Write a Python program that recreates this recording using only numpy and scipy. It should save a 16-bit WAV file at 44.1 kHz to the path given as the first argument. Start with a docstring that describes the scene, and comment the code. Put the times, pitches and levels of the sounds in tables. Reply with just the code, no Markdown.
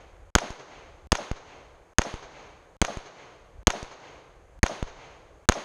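"""First come the dying echoes of an earlier shot over wind and faint hiss; seven handgun shots follow on an open range.
Each blast is a crack of noise on a push of air; it overdrives a small head-worn camera's microphone.
Pulses, short bursts and thinning noise bring it back from the ground, a drum, the target, earth banks and trees.
After each of the first six shots a spent case knocks the camera: a noise tick and a shove that creeps back.
The gain control looks ahead, so wind and echoes already sink just before each blast."""
import sys
import numpy as np
from scipy import signal
from scipy.io import wavfile

SR = 44100
rng = np.random.default_rng(int(sys.argv[2]) if len(sys.argv) > 2 else 0)


def inscribe(sig):
    """Save sig as 16-bit PCM at rate SR to the path in sys.argv[1].

    A 1-D sig is mono; a 2-D sig holds one channel per row.
    Samples are clipped to [-1, 1] before scaling.
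    """
    pcm = np.round(np.clip(np.atleast_2d(sig).T, -1, 1) * 32767)
    wavfile.write(sys.argv[1], SR, pcm.astype(np.int16))


N = 248724

# far rustle and hiss, before its overall level: (frequency [Hz], band gain [dB])
AIR_COLOUR = [(150, -54.5), (250, -46.5), (450, -21), (850, -30), (2000, -38), (4200, -57), (8000, -51),
              (12500, -52)]
# strength of the wind, before its flutter: (time [s], level [dB])
WIND_LEVEL = [(0.0, -52.5), (0.3, -46.5), (0.6, -66), (0.83, -50.5), (1.068, -51), (1.398, -61),
              (1.55, -51.5), (1.931, -60.5), (2.25, -51), (3.05, -64.5), (3.63, -46.5), (3.9, -60.5),
              (4.2, -56.5), (4.5, -48), (4.9, -41.5), (5.03, -57), (5.269, -50.5), (5.448, -58.5)]
# balance of low and high in the wind: (frequency [Hz], relative band gain [dB])
WIND_COLOUR = [(8, -20), (20, 6.5), (50, 4.5), (85, -4), (130, -28.5), (250, -31), (500, -38)]
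# spent cases hitting the camera: (time [s], shove level [dB], shove rise [ms], tick noise gain [dB])
CASE_KNOCKS = [(.5046, -9.5, 0.297, -16), (1.3142, -3, 0.228, -17), (2.1405, -6, 0.184, -20),
               (2.9715, -6, 0.189, -17), (3.8287, -10, 0.125, -16), (4.8273, -2.5, 0.16, -17.5)]
# shots, the first before the sound begins:
# (time [s], blast peak [dB], push gain before the blast is scaled to its peak [dB], ground bounce delay [ms])
SHOTS = [(-.5, 40, -3, 7.8), (0.352, 42.5, -6.5, 8.1), (1.1198, 41.5, -4, 7.95), (1.9844, 43, -3, 8.11),
         (2.816, 42, -6, 8), (3.6707, 42.5, -5, 8.1), (4.631, 42.5, 2, 7.97), (5.4888, 43.5, -5.5, 7.77)]
# sharp reflections off drum, target and a far post:
# (delay of pulse middle [ms], gain relative to the blast [dB], half the pulse length [ms])
SHARP_REFLECTIONS = [(29.2, -50, 3.8), (33.325, -25.5, 0.25), (35.48, -29.5, .35), (176, -66.5, .45)]
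# bursts after every blast, in order: treble scattered by grass and gravel, hollow drum, slide slamming shut,
# dull near bank, far end of the bank, low rumble of the bank (starting just before its far end),
# middle tones from the trees:
# (delay [ms], gain relative to the blast [dB], centre [Hz], width of each of two resonances [Hz], fade time [ms])
BURSTS = [(10, -65.5, 9500, 4000, 48), (28.78, -35, 750, 500, 4.5), (48.5, -52.5, 5470, 1300, 9),
          (63.02, -44.5, 520, 586, 12.9), (85, -55.5, 615, 532, 13.2), (79.3, -54.5, 205.4, 125.3, 13.34),
          (342.2, -93.5, 2163, 1385, 147.4)]
# colour of the scattered echo, before fading and treble loss: (frequency [Hz], gain relative to the blast [dB])
SCATTER_COLOUR = [(100, -37.5), (230, -43), (360, -31.5), (550, -28.5), (900, -28.5), (2300, -34),
                  (5000, -37.5), (8000, -63), (14000, -62.5)]
# surfaces that lift the scattered echo, in order: drum and target, near banks, a farther bank, the tree line:
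# (delay [s], lift [dB], rise [s], fall [s])
ECHO_SWELLS = [(.037, 10.5, 0.0146, 0.019), (.09, 11.5, 0.035, 0.1146), (.245, 6, 0.0054, .03),
               (0.411, 6, 0.098, 0.188)]

# scattered echo: it starts after the ground bounce and fades with the logarithm of the delay
SCATTER_START_S, SCATTER_LENGTH_S = 0.010729, 1
SCATTER_START_DB, SCATTER_DB_PER_DECADE = 0.5, 33.5
PORT_HZ, PORT_WIDTH_HZ, PORT_BOOST_DB = 6500, 380, 11.5  # resonance of the microphone port alone
BLOCK_S, BLOCK_START_S = .032, .0151  # time blocks of the gain control
CEILING_DB, RECOVERY_S = 0, .15
CUTOFF_HZ = 16000  # from here up the last filter holds everything 70 dB down


def amp(db):
    """Turns decibels into a factor."""
    return 10 ** (np.asarray(db) / 20)


def add(out, sound, start_s):
    """Mixes a sound in at a time, cutting off what falls outside."""
    at = round(start_s * SR)
    part = sound[max(-at, 0):max(len(out) - at, 0)]
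    first = max(at, 0)
    out[first:first + len(part)] += part


def low(x, hz, order=2):
    """Low-pass: weakens what lies above a frequency."""
    return signal.sosfilt(signal.butter(order, np.clip(hz, 10, .45 * SR), fs=SR, output="sos"), x)


def resonance(x, hz, width_hz):
    """Lets one frequency through at full strength and weakens its surroundings, as a ringing body does."""
    r = np.exp(-np.pi * width_hz / SR)
    top = [(1 - r * r) / 2, 0, (r * r - 1) / 2]
    return signal.lfilter(top, [1, -2 * r * np.cos(2 * np.pi * hz / SR), r * r], x)


def drift(rate_hz):
    """Slow random wandering with a spread (standard deviation) of 1."""
    r = np.exp(-2 * np.pi * rate_hz / SR)
    noise = rng.standard_normal(N + SR)
    slow = signal.lfilter([1], [1, -2 * r, r * r], noise)[SR:]  # the first second settles the filter
    return slow / slow.std()


def coloured(white, colour, tilt=0):
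    """Colours noise in half-octave bands, taken in turn from two noises; tilt [dB per octave] may change in time."""
    hz, db = np.transpose(colour)
    out = 0
    edges = hz[0] * 2 ** np.arange(0, np.log2(hz[-1] / hz[0]), .5)
    for k, edge in enumerate(edges):
        band_filter = signal.butter(2, [edge, edge * np.sqrt(2)], "band", fs=SR, output="sos")
        band = signal.sosfilt(band_filter, white[k % 2])
        centre = edge * 2 ** .25
        band_db = np.interp(np.log(centre), np.log(hz), db)
        out = out + band * amp(band_db + tilt * np.log2(centre / 700))  # the tilt pivots at 700 Hz
    return out


def far_air():
    """Far rustle and hiss: steady coloured noise whose level wavers slightly."""
    return coloured(rng.standard_normal((2, N)), AIR_COLOUR) * amp(-20 + 0.27 * drift(2.7))


def wind():
    """Wind presses on the microphone port in lumps: mostly deep noise with a fluttering level."""
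    time_s, level_db = np.transpose(WIND_LEVEL)
    gusts = coloured(rng.standard_normal((2, N + SR)), WIND_COLOUR)[SR:]
    strength_db = np.interp(np.arange(N) / SR, time_s, level_db) + 2.5 * drift(14)
    return gusts / gusts.std() * amp(strength_db)


def case_knocks():
    """Each spent case ticks and shoves the microphone's diaphragm at once; the diaphragm creeps back."""
    out = np.zeros(N)
    ms = np.arange(SR // 4) * 1000 / SR
    for time_s, shove_db, rise_ms, tick_db in CASE_KNOCKS:
        tick = amp(tick_db) * low(rng.standard_normal(len(ms)), 5560) * np.exp(-ms / 2.06)
        shove = amp(shove_db) * np.clip(ms / rise_ms, 0, 1) * np.exp(-ms / 18)
        add(out, shove + tick, time_s)
    return out


def scatter_db(delay_s):
    """Level of the scattered echo: a fall with the log of the delay, lifted for a while by large surfaces."""
    spread = np.maximum(delay_s, SCATTER_START_S) / SCATTER_START_S
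    db = SCATTER_START_DB - SCATTER_DB_PER_DECADE * np.log10(spread)
    for middle_s, lift_db, rise_s, fall_s in ECHO_SWELLS:
        side_s = np.where(delay_s < middle_s, rise_s, fall_s)
        db = db + lift_db * np.exp(-((delay_s - middle_s) / side_s) ** 2)
    return db


def echo_burst(white, hz, width_hz, fade_ms):
    """Noise through the same resonance twice, swelling fast and dying away."""
    u = np.arange(len(white)) * 1000 / SR / fade_ms
    sound = resonance(resonance(white, hz, width_hz), hz, width_hz)
    return sound / sound.std() * np.clip(3.5 * u, 0, 1) * np.exp(-u ** 1.1)


def reflected_pulse(half_ms):
    """A reflected blast: a dip, a jump up, a fall back; the longer the pulse, the softer its jump."""
    u = np.linspace(-1, 1, max(round(2 * half_ms * SR / 1000), 4))
    pulse = np.where(u < 0, -1.4, 1) * (1 - abs(u)) ** 0.4
    return low(np.pad(pulse, (0, 200)), 2600 / half_ms)


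def blast(push_db, bounce_ms, size=SR // 4):
    """A ragged crack on a push that sags, then the ground bounce: a small peak and a deep pull; overall peak 1."""
    ms = np.arange(size) * 1000 / SR
    ragged = rng.standard_normal(size) * np.exp(-(ms / 1.7) ** 2)
    crack = amp(0.5) * low(ragged, 8100)
    crack = crack + amp(-5) * resonance(ragged, 3200, 1200) - amp(9) * resonance(ragged, 1800, 800)
    rattle = amp(-16.5) * low(rng.standard_normal(size), 5700) * np.exp(-ms / 4.7)
    sag = 1.1 * np.exp(-ms / 2.5) + .4 * np.exp(-ms / 30)
    push = np.clip((ms - .3) / 1.2, 0, 1) * sag
    # ground bounce, timed from its own arrival
    after = ms - bounce_ms
    pull_fade = .7 * np.exp(-np.maximum(after - .55, 0) / .55) + .36 * np.exp(-after / 22)
    pull = np.clip((after - .12) / .4, 0, 1) * pull_fade
    peak = amp(-8) * np.exp(-(after / .11) ** 2)
    grit = amp(-18) * low(rng.standard_normal(size), 6000) * np.exp(-abs(after - .3) / .45)
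    whole = crack + rattle + amp(push_db) * push + peak + grit - amp(-2.5) * pull
    return whole / abs(whole).max()


def shots():
    """The range answers each blast in nearly the same way; leaves and air change a share of the echo."""
    delay_s = np.arange(SCATTER_LENGTH_S * SR) / SR
    shape = amp(scatter_db(delay_s)) * (delay_s > SCATTER_START_S)
    tilt = -.3 - 6 * delay_s ** 0.79  # dB per octave: longer paths through air lose more treble
    shared = rng.standard_normal((2, len(delay_s)))
    out = np.zeros(N)
    for time_s, peak_db, push_db, bounce_ms in SHOTS:
        white = .8 * shared + .6 * rng.standard_normal(shared.shape)
        add(out, amp(peak_db) * shape * coloured(white, SCATTER_COLOUR, tilt), time_s)
        add(out, amp(peak_db) * blast(push_db, bounce_ms), time_s)
        for delay_ms, gain_below_db, half_ms in SHARP_REFLECTIONS:
            level_db = peak_db + gain_below_db + rng.normal(0, 1)
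            add(out, amp(level_db) * reflected_pulse(half_ms), time_s + (delay_ms - half_ms) / 1000)
        for k, (delay_ms, gain_below_db, hz, width_hz, fade_ms) in enumerate(BURSTS):
            burst = echo_burst(white[k % 2, -SR // 3:], hz, width_hz, fade_ms)
            add(out, amp(peak_db + gain_below_db) * burst, time_s + delay_ms / 1000)
    return out


def scene():
    """All sources added up as air pressure at the microphone."""
    return (far_air() + wind() + case_knocks() + shots())[None]


def gain_db(x):
    """Cuts enough for the loudest peak up to the end of the next block; the cut in dB then dies away."""
    over_db = np.maximum(20 * np.log10(abs(x) + 1e-9) - CEILING_DB, 1e-6)
    time_s = np.arange(N) / SR
    block = np.floor((time_s - BLOCK_START_S) / BLOCK_S).astype(int) + 1
    starts = np.flatnonzero(np.diff(block, prepend=-1))
    block_peaks = np.maximum.reduceat(over_db, starts)
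    next_block = np.append(block_peaks[1:], 0)[block]
    # loudest peak still to come in the present block
    parts = np.split(over_db, starts[1:])
    rest = np.concatenate([np.maximum.accumulate(part[::-1])[::-1] for part in parts])
    # in logarithms, an exponential recovery is a straight line
    log_cut = np.log(np.maximum(rest, next_block))
    fade = time_s / RECOVERY_S
    return -np.exp(np.maximum.accumulate(log_cut + fade) - fade)


def record(dry):
    """The camera: ringing port, dulled top, gain control, weakened lows, clipping and a treble cut-off."""
    x = dry[0] + (amp(PORT_BOOST_DB) - 1) * resonance(dry[0], PORT_HZ, PORT_WIDTH_HZ)
    x = low(low(x, 8500), 18000, order=5)
    x = x * amp(gain_db(x))
    for hz in (38, 12):
        x = signal.lfilter(*signal.butter(1, hz, "high", fs=SR), x)
    x = np.clip(x, -.95, .95)
    return signal.sosfilt(signal.cheby2(12, 70, CUTOFF_HZ, fs=SR, output="sos"), x)[None]


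dry = scene()
out = record(dry)
inscribe(out)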